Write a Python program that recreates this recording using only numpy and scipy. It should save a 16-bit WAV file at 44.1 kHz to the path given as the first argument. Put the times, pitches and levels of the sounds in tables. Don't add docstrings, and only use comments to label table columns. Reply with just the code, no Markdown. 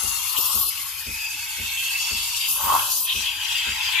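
import sys
import numpy as np
from scipy import signal
from scipy.fft import rfft, irfft
from scipy.io import wavfile
from scipy.ndimage import uniform_filter1d

SR = 44100
rng = np.random.default_rng(int(sys.argv[2]) if len(sys.argv) > 2 else 0)


def dump(signal):
    limited = np.clip(np.atleast_2d(signal).T, -1, 1)
    pcm = np.round(limited * 32767).astype(np.int16)
    wavfile.write(sys.argv[1], SR, pcm)


N = 176400
T = np.arange(N) / SR


def amp(db):
    return 10 ** (np.asarray(db) / 20)


def unit(x):
    return x / np.sqrt(np.mean(x ** 2) + 1e-20)


def curve(rows, column=1):
    rows = np.array(rows)
    return np.interp(T, rows[:, 0], rows[:, column])


def read(points, hz):
    f, value = np.transpose(points)
    return np.interp(np.log(hz + 1), np.log(f), value)


def bump(centre_s, half_width_s):
    return np.exp(-((T - centre_s) / half_width_s) ** 2)


def add(mix, start_s, sound):
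    part = mix[max(round(start_s * SR), 0):][:len(sound)]
    part += sound[:len(part)]


def pan(db):
    gains = amp(np.array([db * np.ones(N), -db * np.ones(N)]) / 2)
    return gains / np.sqrt((gains ** 2).mean(0))


def wander(rate_hz):
    f = np.fft.rfftfreq(N, 1 / SR)
    return unit(irfft(rfft(rng.standard_normal(N)) / (1 + (f / rate_hz) ** 4), N))


def colour(x, spectrum):
    f = np.fft.rfftfreq(N, 1 / SR)
    low_cut = np.minimum(f / spectrum[0][0], 1) ** 4
    return irfft(rfft(x) * amp(read(spectrum, f)) * low_cut, N)


def resonate(x, hz, width_hz, steady=0):
    carrier = np.exp(2j * np.pi * np.cumsum(hz) / SR)
    r = np.exp(-np.pi * width_hz / SR)
    ring = signal.lfilter([(1 - r) ** 2], [1, -2 * r, r * r], x / carrier)
    return unit((carrier * ring / (abs(ring) + 1e-20) ** steady).real)


# frequency in Hz, likeness of the two ears from 0 to 1.
EAR_COHERENCE = [(1000,0.48),(1600,0.3),(2700,0.78),(5000,0.25)]
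SCATTER_RAD_PER_KHZ = 0.24


def turbulence(ripple_db, patch_db):
    smooth = uniform_filter1d
    hz, frames = np.fft.rfftfreq(1024, 1 / SR), N // 256 + 5
    a, b, c, d = rng.standard_normal((4, frames, 513))
    slow = smooth(rng.standard_normal((3, frames, 513)), 70, axis=1)
    drift = unit(smooth(slow, 2, axis=2))
    scatter = unit(smooth(drift[2], 8, axis=1)) * SCATTER_RAD_PER_KHZ * hz / 1000
    coherence = np.clip(read(EAR_COHERENCE, hz), -1, 1)
    left = a + 1j * b
    right = (coherence * left + np.sqrt(1 - coherence ** 2) * (c + 1j * d)) * np.exp(1j * scatter)
    ripple = unit(drift[:2] + drift[:2].mean(0))
    quick = smooth(rng.standard_normal((frames, 513)), 9, axis=0)
    patches = unit(smooth(quick, 10, axis=1))
    spectra = np.array([left, right]) * amp(ripple_db * ripple + patch_db * patches)
    return signal.istft(spectra, nperseg=1024, noverlap=768, time_axis=1, freq_axis=2)[1][:, :N]


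def hiss(spectrum, patch_db, sputter_db=0, sputter_hz=100):
    noise = colour(turbulence(ripple_db=4, patch_db=patch_db), spectrum)
    return unit(noise * amp(sputter_db * wander(sputter_hz)))


# time in seconds, level in dB.
FIZZ_DB = [(0,-30),(.35,-25.5),(.7,-28.5),(1.25,-35.5),(1.9,-32),(2.45,-28.5),(2.75,-35),(3.0,-30),(3.35,-35.5),(4,-38.5)]
SPRAY_DB = [(0,-29),(.6,-29.5),(.85,-36.5),(1.5,-33.5),(1.85,-32.5),(2.0,-28),(2.4,-27),(2.75,-35),(2.92,-25.5),(3.06,-36.5),(3.2,-28.5),(3.36,-35.5),(3.52,-30.5),(4,-34.5)]
# frequency in Hz, relative level in dB.
FIZZ_SPECTRUM = [(3000,-57),(6500,-33),(8000,-8),(9600,2.5),(11500,7.5),(13000,6.5),(14500,0.5)]
AIR_SPECTRUM = [(7500,-10),(11500,4.5),(14500,4)]
SPRAY_SPECTRUM = [(2200,-62),(3400,-7.5),(4300,-2),(4800,-2.5),(7000,-2),(8300,-6),(11000,-15)]
# time in seconds, left minus right in dB for treble, then for middle.
PITCHER_PAN = [(.3,7.5,8.5),(1.1,3,2.5),(1.8,-0.5,-1),(2.3,1.5,0.5),(2.5,2,3)]
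# start in seconds, end in seconds, level over the fizz in dB.
AIR_GULPS = [(0.37,0.703,8.5),(2.481,3.065,11.5)]
WHISTLE_HZ, WHISTLE_DB, WHISTLE_FADE_DB_PER_S = 10270, -24, 50


def jet():
    drawing = sum(gulp(start, end) * amp(db) for start, end, db in AIR_GULPS)
    fizz = hiss(FIZZ_SPECTRUM, patch_db=2)
    air = hiss(AIR_SPECTRUM, patch_db=5.5) * drawing
    spray = hiss(SPRAY_SPECTRUM, patch_db=2, sputter_db=0.5, sputter_hz=150) * amp(curve(SPRAY_DB))
    whistle = resonate(rng.standard_normal((2, N)), np.full(N, WHISTLE_HZ), width_hz=220)
    whistle *= amp(WHISTLE_DB - WHISTLE_FADE_DB_PER_S * T)
    treble = (fizz + air) * amp(curve(FIZZ_DB)) + whistle
    flicker = amp(1.04 * wander(rate_hz=22))
    return (treble * pan(curve(PITCHER_PAN)) + spray * pan(4.2)) * flicker


def gulp(start_s, end_s, edge_s=0.012):
    return np.clip(np.minimum(T - start_s, end_s - T) / edge_s + 0.5, 0, 1)


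def surfaced():
    return sum(gulp(start, end) for start, end, _ in AIR_GULPS)


# time in seconds, level in dB.
RASP_DB = [(0,-42),(.4,-34),(.7,-38),(1.0,-42.5),(1.55,-39),(1.65,-33.5),(2.4,-31),(2.55,-34.5),(2.85,-33),(3.02,-45.5),(3.1,-27),(3.3,-32.5),(3.36,-33),(3.55,-25.5),(4,-31.5)]
ROAR_DB = [(.33,-44),(1.1,-41),(3.38,-42),(3.65,-31.5),(3.82,-35),(4,-27)]
# frequency in Hz, relative level in dB.
RASP_SPECTRUM = [(2000,-74),(2450,-5),(2800,1.5),(3250,4),(3750,-4),(4150,-15),(6000,-65)]
ROAR_SPECTRUM = [(900,-23),(1600,0.5),(1850,-0.5),(2150,8),(2450,2),(3400,-48)]
# centre in seconds, half-width in seconds, level in dB.
RASP_SURGES = [(0.375,0.012,-25.5),(1.807,0.046,-30),(2.441,0.043,-24.5),(3.115,0.036,-23),(3.277,0.052,-26.5),(3.977,0.12,-26)]
ROAR_DUCK_DB = -19.5


def collapse():
    surges = sum(amp(db) * bump(s, half_width) for s, half_width, db in RASP_SURGES)
    rasp = hiss(RASP_SPECTRUM, patch_db=2.5, sputter_db=0.94, sputter_hz=121)
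    rasp *= np.hypot(amp(curve(RASP_DB)), surges)
    roar = hiss(ROAR_SPECTRUM, patch_db=3.5) * amp(curve(ROAR_DB) + surfaced() * ROAR_DUCK_DB)
    return (rasp + roar) * pan(curve(PITCHER_PAN, column=2))


# time in seconds, frequency in Hz, level in dB.
LOW_SQUEAL = [(.4,2754,-38),(.68,2740,-50),(1.06,2450,-42),(1.24,2610,-29),(1.48,2630,-40),(1.8,2645,-28),(2.15,2637,-32.5),(2.3,2720,-45),(2.8,2654,-42),(3.02,2570,-51),(3.11,2560,-31.5),(3.36,2560,-36.5),(3.55,2594,-33.5)]
HIGH_SQUEAL = [(.95,4630,-62),(1.2,4870,-40.5),(1.75,4210,-44),(1.95,4590,-35.5),(2.25,4560,-32),(2.55,4750,-41.5)]
# centre in seconds, length in seconds, first and last frequency in Hz, level in dB.
SQUEAKS = [(0.783,0.061,2460,3260,-34.5),(2.797,0.013,2420,3340,-23.5),(3.597,0.11,5000,4200,-33.5),(3.879,0.2,5240,4020,-33.5)]
WAVER_HZ = 25


def squeal():
    drive = turbulence(ripple_db=1, patch_db=2.5)
    low_hz = curve(LOW_SQUEAL) + WAVER_HZ * wander(rate_hz=30)
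    low = resonate(drive, low_hz, width_hz=133, steady=0.25) * amp(curve(LOW_SQUEAL, column=2))
    high = resonate(drive, curve(HIGH_SQUEAL), width_hz=154) * amp(curve(HIGH_SQUEAL, column=2))
    squeaks = np.zeros((2, N))
    for centre, length, first_hz, last_hz, db in SQUEAKS:
        progress = np.clip((T - centre) / length + 0.5, 0, 1)
        hz = first_hz + (last_hz - first_hz) * progress
        squeaks += resonate(drive, hz, width_hz=480) * np.sin(np.pi * progress) * amp(db)
    ringing = colour(low + high * pan(7.2) + squeaks, [(900, -34), (1800, 0.5)])
    return ringing * pan(curve(PITCHER_PAN, column=2))


# time in seconds, level in dB.
CHURN_DB = [(0,-37.5),(.32,-40),(.48,-33),(.62,-39),(.71,-46.5),(1.35,-50.5),(2.0,-44),(2.52,-43.5),(2.62,-28.5),(2.75,-21.5),(2.82,-28),(2.95,-41.5)]
# frequency in Hz, relative level in dB.
CHURN_SPECTRUM = [(400,-42.5),(670,-58),(765,-4),(880,5.5),(1100,5),(1210,-2.5),(1400,-1),(1600,-13.5),(2600,-16.5)]
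POPS_PER_S, POP_SPREAD_DB, POPS_REL_DB = 260, 4, -17
SLOSH_HZ, SLOSH_REL_DB = 590, -19
ECHO_S, ECHO_DB = 0.01272, -8


def gurgle():
    t, pops = np.arange(1200) / SR, np.zeros(N)
    pitches_hz = np.geomspace(760, 1900, 24)
    for hz in pitches_hz:
        onsets = rng.random(N) < POPS_PER_S / len(pitches_hz) / SR
        sizes = amp(POP_SPREAD_DB * np.minimum(rng.exponential(1, N), 3))
        age = t * hz / 1.24
        pop = age * np.exp(-age) * np.sin(2 * np.pi * hz * t)
        pops += signal.oaconvolve(onsets * sizes, pop)[:N]
    level = amp(curve(CHURN_DB))
    wash = hiss(CHURN_SPECTRUM, patch_db=1.5, sputter_db=1.2, sputter_hz=70)
    milk = (wash + amp(POPS_REL_DB) * unit(colour(pops, CHURN_SPECTRUM))) * level
    echo = amp(ECHO_DB) * np.roll(milk, round(ECHO_S * SR), axis=1)
    slosh = resonate(rng.standard_normal((2, N)), np.full(N, SLOSH_HZ), width_hz=70)
    slosh *= surfaced() * level * amp(SLOSH_REL_DB)
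    return (milk + echo + slosh) * pan(2.7)


# frequency in Hz, relative level in dB.
HUM_SPECTRUM = [(42,-1),(70,-3),(100,3.5),(170,-16),(300,-47)]
HUM_DB, MACHINE_PAN_DB = -55.5, 2.5


def hum():
    noise = rng.standard_normal(N) + 0.55 * rng.standard_normal((2, N))
    return amp(HUM_DB) * unit(colour(noise, HUM_SPECTRUM + [(700, -83)])) * pan(MACHINE_PAN_DB)


# mode frequency in Hz, level in dB.
BODY_MODES = [(46,-43),(70,-35),(95,-42.5),(140,-44.5),(205,-41.5),(238,-43),(295,-49.5),(420,-44),(590,-64)]
# frequency in Hz, relative level in dB.
THUD_SPECTRUM = [(45,12),(220,12),(620,6),(1100,-36),(4000,-70)]
FIRST_STROKE_S, STROKE_PERIOD_S, STROKE_RISE_S, STROKE_SPREAD_DB = 0.029, 0.5203, 0.013, 3
RATTLE_LEAD_S, RATTLE_RISE_S, RATTLE_DB = 0.01, 0.017, -44


def pump():
    t, knocks, shake = np.arange(SR // 2) / SR, np.zeros(N), np.zeros(N)
    for start in np.arange(FIRST_STROKE_S, N / SR, STROKE_PERIOD_S):
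        uneven_db = STROKE_SPREAD_DB * rng.uniform(-1, 1, len(BODY_MODES))
        ring = np.zeros(len(t))
        for k, (hz, db) in enumerate(BODY_MODES):
            t60_s = 0.34 * (100 / hz) ** 0.4
            ring += (-1) ** k * amp(db + uneven_db[k] - 60 * t / t60_s) * np.sin(2 * np.pi * hz * t)
        add(knocks, start, ring * (1 - np.exp(-t / STROKE_RISE_S)))
        add(shake, start - RATTLE_LEAD_S, t / RATTLE_RISE_S * np.exp(1 - t / RATTLE_RISE_S))
    rattle = unit(colour(rng.standard_normal((2, N)), THUD_SPECTRUM)) * shake * amp(RATTLE_DB)
    return (knocks + rattle) * pan(MACHINE_PAN_DB)


# centre in seconds, half-width in seconds, level in dB.
STEAM_PUFFS = [(0.391,0.013,-42),(2.514,0.035,-54),(2.728,0.065,-42.5)]


def puffs():
    level = sum(amp(db) * bump(s, half_width) for s, half_width, db in STEAM_PUFFS)
    noise = rng.standard_normal(N) + 0.5 * rng.standard_normal((2, N))
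    return level * unit(colour(noise, THUD_SPECTRUM))


# centre in seconds, frequency in Hz, level in dB.
BURBLE_TONES = [(0.672,364,-51.5),(.8,283,-57.5),(1.35,293,-54),(3.0,231,-56),(3.37,292,-55)]


def burbles():
    tones = sum(amp(db) * bump(s, half_width_s=0.016) * np.sin(2 * np.pi * hz * T)
                for s, hz, db in BURBLE_TONES)
    return tones * pan(MACHINE_PAN_DB)


# start in seconds, frequency in Hz, peak level in dB.
BIG_BUBBLES = [(2.718,1150,-24),(2.7236,1050,-12.5),(2.7392,1024,-11),(2.750,983,-9.5),(2.762,980,-13)]
GLUG_TAU_S = 0.00082


def glugs():
    t, bursts = np.arange(1200) / SR, np.zeros(N)
    age = t / GLUG_TAU_S
    envelope = (age / 2) ** 2 * np.exp(2 - age)
    for start, hz, db in BIG_BUBBLES:
        add(bursts, start, amp(db) * envelope * np.sin(2 * np.pi * hz * t))
    return bursts


def scene():
    return jet() + collapse() + squeal() + gurgle() + pump() + hum() + puffs() + burbles() + glugs()


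CUTOFF_HZ = 14740


def record(dry):
    low_pass = signal.firwin(801, CUTOFF_HZ, window=("kaiser", 9), fs=SR)
    return signal.oaconvolve(dry, low_pass[None], "same")


dry = scene()
out = record(dry)
dump(out)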